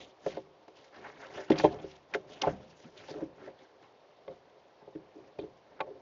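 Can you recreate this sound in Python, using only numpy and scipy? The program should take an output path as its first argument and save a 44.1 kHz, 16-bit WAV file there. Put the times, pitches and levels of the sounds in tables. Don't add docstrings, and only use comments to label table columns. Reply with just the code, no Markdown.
import sys
import numpy as np
from scipy import signal
from scipy.io import wavfile
from scipy.ndimage import uniform_filter1d

SR = 44100
rng = np.random.default_rng(int(sys.argv[2]) if len(sys.argv) > 2 else 0)


def wrap_up_sound(samples):
    columns = np.atleast_2d(samples).T
    tamed = np.clip(columns, -1, 1)
    steps = np.round(tamed * 32767).astype(np.int16)
    wavfile.write(sys.argv[1], SR, steps)


N = 265041

# frequency in Hz, relative level in dB, ring time to -60 dB in seconds.
BOX_MODES = [
    [(232.5, -20, 0.046), (254.3, -20.5, 0.043)],
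    [(286.7, -10.5, 0.17), (320.4, 1, 0.13)],
    [(383, 2, 0.2), (423.6, 9.5, 0.083)],
    [(534.1, 9, 0.095), (598, 5, 0.084), (700, 6, 0.064)],
    [(768, -13.5, 0.066), (871.6, -8, 0.06), (1027, -17.5, 0.053)],
    [(44.3, -10, 0.2), (77, -21.5, 0.66), (151, -1, 0.052), (194, -8, 0.028)],
]
WHOLE_BOX = BOX_MODES[-1]

# frequency in Hz, relative level per hertz in dB.
AIR_SPECTRUM = [(18, -66), (30, -5.5), (81, -12.5), (229, -24), (399, -2), (539, 2), (727, -1), (798, -4.5),
                (895, 4.5), (1150, -13.5), (4720, -21), (6380, -28.5), (7500, -59.5), (9000, -75)]
AIR_DB, AIR_IN_BOARDS_DB = -62.5, -69

# start in seconds, hold in seconds, rubbing in dB,
# feathers (quills) in dB, barbs relative to the quills in dB.
BRUSHES_ALONG_BOARDS = [(0.0, 0.028, -50, -64.5, 6.5), (0.248, 0.044, -56, -62.5, 0.5),
                        (0.283, 0.069, -50, -64.5, 5.5), (0.767, 0.088, -66.5, -69.5, 3.5),
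                        (0.949, 0.066, -56, -60, -6.5), (1.046, 0.041, -52.5, -52, -9),
                        (1.16, 0.054, -53.5, -58.5, -11), (1.226, 0.021, -59, -52, -12),
                        (1.26, 0.041, -54, -59, -7.5), (1.349, 0.061, -49.5, -51, -5.5),
                        (1.522, 0.024, -41.5, -46.5, -13), (1.58, 0.054, -45.5, -51.5, 1),
                        (1.667, 0.012, -40, -56.5, -1), (1.725, 0.014, -63, -60.5, -2),
                        (1.79, 0.16, -56.5, -64, -2.5), (2.139, 0.018, -49.5, -57, -9),
                        (2.309, 0.055, -50, -63, 3.5), (2.453, 0.014, -38, -44, -10.5),
                        (2.57, 0.15, -76, -72.5, 2.5), (2.79, 0.082, -61, -69, 3),
                        (2.978, 0.068, -57.5, -61, 0.5), (3.089, 0.018, -50.5, -55.5, -3.5),
                        (3.168, 0.052, -46, -63, -5.5), (3.398, 0.089, -52.5, -60, -11),
                        (3.61, 0.016, -59.5, -64, -6), (3.835, 0.015, -63, -64, -7),
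                        (4.296, 0.014, -52, -74.5, -1), (5.167, 0.11, -59.5, -72, -5.5),
                        (5.399, 0.046, -54, -71.5, -4), (5.7, 0.11, -59, -72, -19)]
BRUSH_RISE_DB_PER_S, BRUSH_FALL_DB_PER_S = 315, 224

# rubbing in dB, quills in dB, barbs in dB.
STIRRINGS_AT_REST = [-70.5, -75, -82]

# frequency in Hz, relative level per hertz in dB.
QUILL_SPECTRUM = [(590, -3.5), (1000, -2), (1270, -16.5), (1520, 1), (2360, -20), (2600, -10.5),
                  (3380, -56), (5720, -120)]

# frequency in Hz, relative level per hertz in dB.
BARB_SPECTRUM = [(1530, -6.5), (2600, 4.5), (4030, 5), (4530, -1), (6030, 0), (7230, -8.5), (8670, -28.5),
                 (11300, -88)]

# frequency in Hz, width in Hz, nominal lift in dB (half of it, times UPPER_SHARE, is mixed in).
BOX_AIR_MODES = [(1337, 33, 12.5), (2163, 30, 10.5)]
UPPER_SHARE = 0.69

# start in seconds, strength in dB, spot struck (-1 base frame, 0 floor board,
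# 1 back wall, 2 side walls, 3 lid), loss per part away from the spot in dB, thump of the whole box in dB,
# dull scratch in dB, bright scratch relative to the dull in dB, contact time in seconds.
BLOWS = [(0.261, -21.5, 1.39, 10, -34, -44, -10, 0.005), (0.369, -30.5, 1.33, 6, -65, -51, -12, 0.0038),
         (0.38, -35.5, 2.5, 14, -65, -67, -11, 0.0041), (0.679, -52.5, 2.5, 1.5, -84, -62, -4, 0.00084),
         (1.372, -32, 1.5, 11.5, -67, -70, -23, 0.0096), (1.39, -29, 1.37, 14.5, -70, -70, -20, 0.0068),
         (1.5015, -9.5, -0.5, 5, -32.5, -39.5, -0.5, 0.0011),
         (1.519, -16.5, 1.56, 21.5, -27, -52, 5, 0.004), (1.584, -34.5, 0, 13, -60.5, -48, 5, 0.0099),
         (1.596, -29, 3.5, 3, -43, -40, -15, 0.0027), (1.635, -19.5, 2, 12, -59, -59, -10, 0.0069),
         (1.6415, -10.5, 1.5, 9, -24, -49, -8, 0.0011), (1.648, -14, 3, 5, -44.5, -58, -10, 0.0013),
         (1.839, -35, 0.9, 8.5, -41, -83, -21, 0.002), (2.138, -36, 2.5, 18, -42, -44.5, 5.5, 0.013),
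         (2.147, -21.5, 1.5, 10.5, -43, -34, -3.5, 0.0073), (2.416, -30, 1.4, 4.5, -61, -43, 13, 0.019),
         (2.433, -20.5, 3, 15, -55, -47, -30, 0.011), (2.469, -19.5, 2, 5, -25, -55, -29, 0.0051),
         (2.842, -38.5, -1, 16, -47, -57, -32, 0.016), (3.082, -37.5, 2.7, 6.5, -72, -63, 9, 0.013),
         (3.107, -34.5, 0.86, 11, -45, -66, -10, 0.0027), (3.137, -42.5, 2, 17, -60, -58, -26, 0.0047),
         (3.151, -33, 0.46, 12, -54, -75, -12, 0.003), (3.222, -27, 0.13, 12, -41.5, -80, -13, 0.001),
         (3.473, -35, 1.56, 11.5, -65, -89, 0, 0.0089), (3.814, -49.5, 1.5, 13, -88, -87, -16, 0.0037),
         (4.277, -33, 1.62, 14.5, -48.5, -63, -18, 0.0042), (4.565, -43.5, 1.5, 23, -83, -87, -14, 0.0045),
         (4.815, -47, 3.5, 4, -54, -77, -9, 0.015), (4.874, -44, 1.5, 6.5, -54, -95, -10, 0.0059),
         (4.95, -30, 0.32, 13, -44, -68, -9, 0.0071), (5.15, -32, 0.5, 18.5, -77, -88, -11, 0.021),
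         (5.243, -52, 1, 13, -82, -75, -15, 0.0024), (5.386, -27, 1.2, 11, -39.5, -58, -12.5, 0.004),
         (5.41, -33.5, 0.2, 16, -66, -78, -8, 0.002), (5.429, -32.5, 1, 15, -47, -74, -16, 0.014),
         (5.802, -18, 4, 6.5, -47.5, -42, -26, 0.0061), (5.867, -39, 2, 11, -54, -76, -16, 0.018),
         (5.903, -34, 1.05, 21.5, -77, -82, -9, 0.0026), (5.952, -37.5, 1.5, 21, -72, -75, -7, 0.006)]
CHATTER = 0.3
SCRATCH_S = 0.0057
TOUCH_SAMPLES = 3000

SETTLE_DB, SETTLE_DELAY_S, SETTLE_T60_S = -22.5, 0.12, 0.52

RUMBLE_DB, RUMBLE_T60_S = -12.5, 0.55

# start in seconds, strength in dB, pitch struck in Hz,
# loss per octave away from that pitch in dB, length in seconds.
CLAW_TICKS = [(0.262, -42, 1720, 20, 0.01), (0.279, -43, 3700, 16, 0.016), (0.298, -43, 4600, 6, 0.025),
              (0.322, -57, 3000, 16, 0.013), (0.366, -54, 1880, 14, 0.017), (1.231, -37, 1430, 29, 0.021),
              (1.4997, -34.5, 2980, 7.5, 0.008), (1.518, -25.5, 2800, 25, 0.011),
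              (1.558, -39, 3180, 18, 0.012), (1.578, -32, 4580, 6, 0.013), (1.598, -31, 2600, 5, 0.02),
              (1.643, -31.5, 2400, 7, 0.013), (1.653, -30.5, 3120, 18, 0.014),
              (1.788, -43.5, 3000, 17, 0.015), (2.138, -25, 2100, 40, 0.0025),
              (2.146, -18.5, 1980, 37, 0.0038), (2.414, -36, 3030, 9, 0.009), (2.434, -32, 2120, 19, 0.014),
              (2.469, -35.5, 1590, 27, 0.036), (3.094, -51, 3480, 10, 0.016), (4.278, -52, 2000, 4, 0.0052),
              (4.955, -59, 2500, 15, 0.007), (5.387, -44.5, 2440, 24, 0.008), (5.39, -40, 3770, 26, 0.039),
              (5.793, -40, 1200, 28, 0.0046), (5.804, -27.5, 1690, 5, 0.01)]
SLIPS = 14
SKID_LOSS_DB = 8.5
TICK_SPREAD_DB = 2.5

# frequency in Hz, relative level in dB, ring time to -60 dB in seconds.
GRAIN_MODES = [(1110, 4, 0.062), (1464, 7.5, 0.016), (1780, -3, 0.018), (1960, -4.5, 0.01),
               (2076, 1, 0.026), (2424, 0, 0.027), (2660, -4.5, 0.014), (3200, -3, 0.028),
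               (3506, -2, 0.021), (3870, -5, 0.018), (4470, -7, 0.017), (6080, -21.5, 0.0077)]

MICROPHONE_LOW_HZ, MICROPHONE_TOP_HZ, CUTOFF_HZ = 105, 7480, 8829


def from_db(db):
    return 10 ** (np.asarray(db) / 20)


def rms_one(x):
    return x / np.sqrt(np.mean(x ** 2) + 1e-20)


def drift(rate_hz):
    r = np.exp(-32 * np.pi * rate_hz / SR)
    noise = rng.standard_normal(N // 16 + 3001)
    slow = signal.lfilter([1], [1, -2 * r, r * r], noise)[3000:]
    return np.interp(np.arange(N) / 16, np.arange(len(slow)), rms_one(slow))


def ring(x, hz, t60):
    r = from_db(-60 / (t60 * SR))
    w = 2 * np.pi * hz / SR
    return signal.lfilter([0, np.sin(w)], [1, -2 * r * np.cos(w), r * r], x + 1e-18)


def ring_modes(x, modes):
    return sum(from_db(db) * ring(x, hz, t60) for hz, db, t60 in modes)


def every_box_mode():
    return [mode for modes in BOX_MODES for mode in modes]


def coloured(x, spectrum, patchy_db):
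    hz, db = np.transpose(spectrum)
    edges = hz[0] * 2 ** np.arange(0, np.log2(hz[-1] / hz[0]), 1 / 3)
    out, power = 0, 0
    for low, high in zip(edges, edges[1:]):
        gain = from_db(np.interp(np.log(low * high) / 2, np.log(hz), db))
        band = signal.sosfilt(signal.butter(2, [low, high], "band", fs=SR, output="sos"), x)
        flicker = from_db(patchy_db * drift(22.0))
        out = -out + gain * band * flicker
        power += 2 * gain ** 2 * (high - low) / (SR / 2)
    return out / np.sqrt(power)


def grains(per_s, spread_db):
    sizes = from_db(spread_db * np.minimum(rng.exponential(1, N), 4))
    signs = rng.choice([-1, 1], N)
    happens = rng.random(N) < per_s / SR
    return rms_one(sizes * signs * happens)


def contact(seconds, rise):
    t = np.arange(TOUCH_SAMPLES) / SR / max(seconds, 1e-3)
    return (2 * np.e * t / rise) ** rise * np.exp(-2 * t)


def outdoor_air():
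    wind = rng.standard_normal(N)
    boards = ring_modes(wind, every_box_mode())
    direct = coloured(rng.standard_normal(N), AIR_SPECTRUM, patchy_db=-1.1)
    return from_db(AIR_DB) * direct + from_db(AIR_IN_BOARDS_DB) * rms_one(boards)


def shuffling():
    t = np.arange(0, N, 32) / SR
    power = from_db(STIRRINGS_AT_REST)[:, None] ** 2
    for s, hold_s, rub_db, quill_db, bright_db in BRUSHES_ALONG_BOARDS:
        before_db = BRUSH_RISE_DB_PER_S * np.maximum(s - t, 0)
        after_db = BRUSH_FALL_DB_PER_S * np.maximum(t - s - hold_s, 0)
        levels_db = np.c_[[rub_db, quill_db, quill_db + bright_db]]
        power = power + from_db(levels_db - before_db - after_db) ** 2
    for s, hit_db, *_ in BLOWS:
        after = np.maximum(t - s, 0)
        fade = from_db(hit_db + SETTLE_DB - 60 * after / SETTLE_T60_S)
        power[0] += (fade * np.minimum(after / SETTLE_DELAY_S, 1)) ** 2
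    return [np.interp(np.arange(N) / SR, t, np.sqrt(p)) for p in power]


def rubbing(gain):
    slips = grains(1500, spread_db=1.5) * from_db(0.37 * drift(39))
    wood = 0
    for hz, db, t60 in every_box_mode():
        wood = wood + from_db(db + 4.0 * drift(7.9)) * ring(slips, hz, t60)
    return gain * rms_one(wood)


def feathers(gain, spectrum):
    slips = grains(8000, spread_db=2.8) * from_db(2.2 * drift(50))
    return coloured(gain * slips, spectrum, patchy_db=3.2)


def hollow(x):
    out = x.copy()
    for hz, width_hz, db in BOX_AIR_MODES:
        r = np.exp(-np.pi * width_hz / SR)
        top = (1 - r * r) / 2 * np.array([1, 0, -1])
        bottom = [1, -2 * r * np.cos(2 * np.pi * hz / SR), r * r]
        out += UPPER_SHARE * from_db(db / 2) * signal.lfilter(top, bottom, x)
    return out


def knocks():
    s, hit_db, spot, loss_db, thump_db, _, _, contact_s = np.transpose(BLOWS)
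    starts = np.round(s * SR).astype(int)
    shapes = np.array([contact(c, rise=0.42) for c in contact_s])
    area = shapes.sum(axis=1, keepdims=True)
    energy = np.sum(shapes ** 2, axis=1, keepdims=True)
    t = np.arange(TOUCH_SAMPLES) / SR
    wood = 0
    for part, modes in enumerate(BOX_MODES, start=-1):
        part_db = thump_db if modes is WHOLE_BOX else hit_db - loss_db * abs(part - spot)
        loudest_db = max(mode[1] for mode in modes)
        for k, (hz, db, t60) in enumerate(modes):
            swell = np.cos(2 * np.pi * hz * t) * (-1) ** k * 2 / area
            chatter = CHATTER * rng.standard_normal(shapes.shape) / np.sqrt(energy)
            touches = from_db(part_db + db - loudest_db)[:, None] * shapes * (swell + chatter)
            pushes = np.zeros(N + TOUCH_SAMPLES)
            for start, touch in zip(starts, touches):
                pushes[start:start + TOUCH_SAMPLES] += touch
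            wood = wood + ring(pushes[:N], hz, t60)
    return wood


def knock_scratches():
    scratch = np.zeros((2, N + TOUCH_SAMPLES))
    shape = contact(SCRATCH_S, rise=0.77)
    for s, _, _, _, _, dull_db, bright_db, _ in BLOWS:
        start = int(np.round(s * SR))
        scratch[:, start:start + TOUCH_SAMPLES] += from_db([[dull_db], [dull_db + bright_db]]) * shape
    return scratch[:, :N]


def rumble():
    power = np.zeros(N)
    for s, _, _, _, thump_db, *_ in BLOWS:
        power[round(s * SR)] = from_db(thump_db + RUMBLE_DB) ** 2
    power = signal.lfilter([1], [1, -from_db(-120 / (RUMBLE_T60_S * SR))], power)
    gain = uniform_filter1d(np.sqrt(power), size=801, origin=400)
    return gain * rms_one(ring_modes(rng.standard_normal(N), WHOLE_BOX))


def ticks():
    s, db, pitch_hz, loss_db, length_s = np.transpose(CLAW_TICKS)[:, :, None]
    along = np.sort(rng.random((len(CLAW_TICKS), SLIPS)), axis=1)
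    along = along - along[:, :1]
    when = np.round((s + length_s * along) * SR).astype(int)
    out = 0
    for hz, mode_db, t60 in GRAIN_MODES:
        away_db = loss_db * abs(np.log2(hz / pitch_hz))
        chance_db = TICK_SPREAD_DB * rng.standard_normal((len(CLAW_TICKS), 1))
        slip_db = db + mode_db - away_db + chance_db - SKID_LOSS_DB * along
        uneven = rng.standard_normal(along.shape) / np.sqrt(SLIPS)
        clicks = np.zeros(N)
        np.add.at(clicks, when, from_db(slip_db) * uneven)
        out = out + ring(clicks, hz, t60)
    return out


def scene():
    rub, quill, barb = shuffling()
    dull, bright = knock_scratches()
    plumage = feathers(quill + dull, QUILL_SPECTRUM) + feathers(barb + bright, BARB_SPECTRUM)
    mix = outdoor_air() + rubbing(rub) + hollow(plumage) + knocks() + rumble() + ticks()
    return mix[None]


def record(dry):
    thin = signal.sosfilt(signal.butter(2, MICROPHONE_LOW_HZ, "high", fs=SR, output="sos"), dry)
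    narrow = signal.sosfilt(signal.cheby2(6, 14, MICROPHONE_TOP_HZ, fs=SR, output="sos"), thin)
    return signal.sosfilt(signal.cheby2(12, 70, CUTOFF_HZ, fs=SR, output="sos"), narrow)


dry = scene()
out = record(dry)
wrap_up_sound(out)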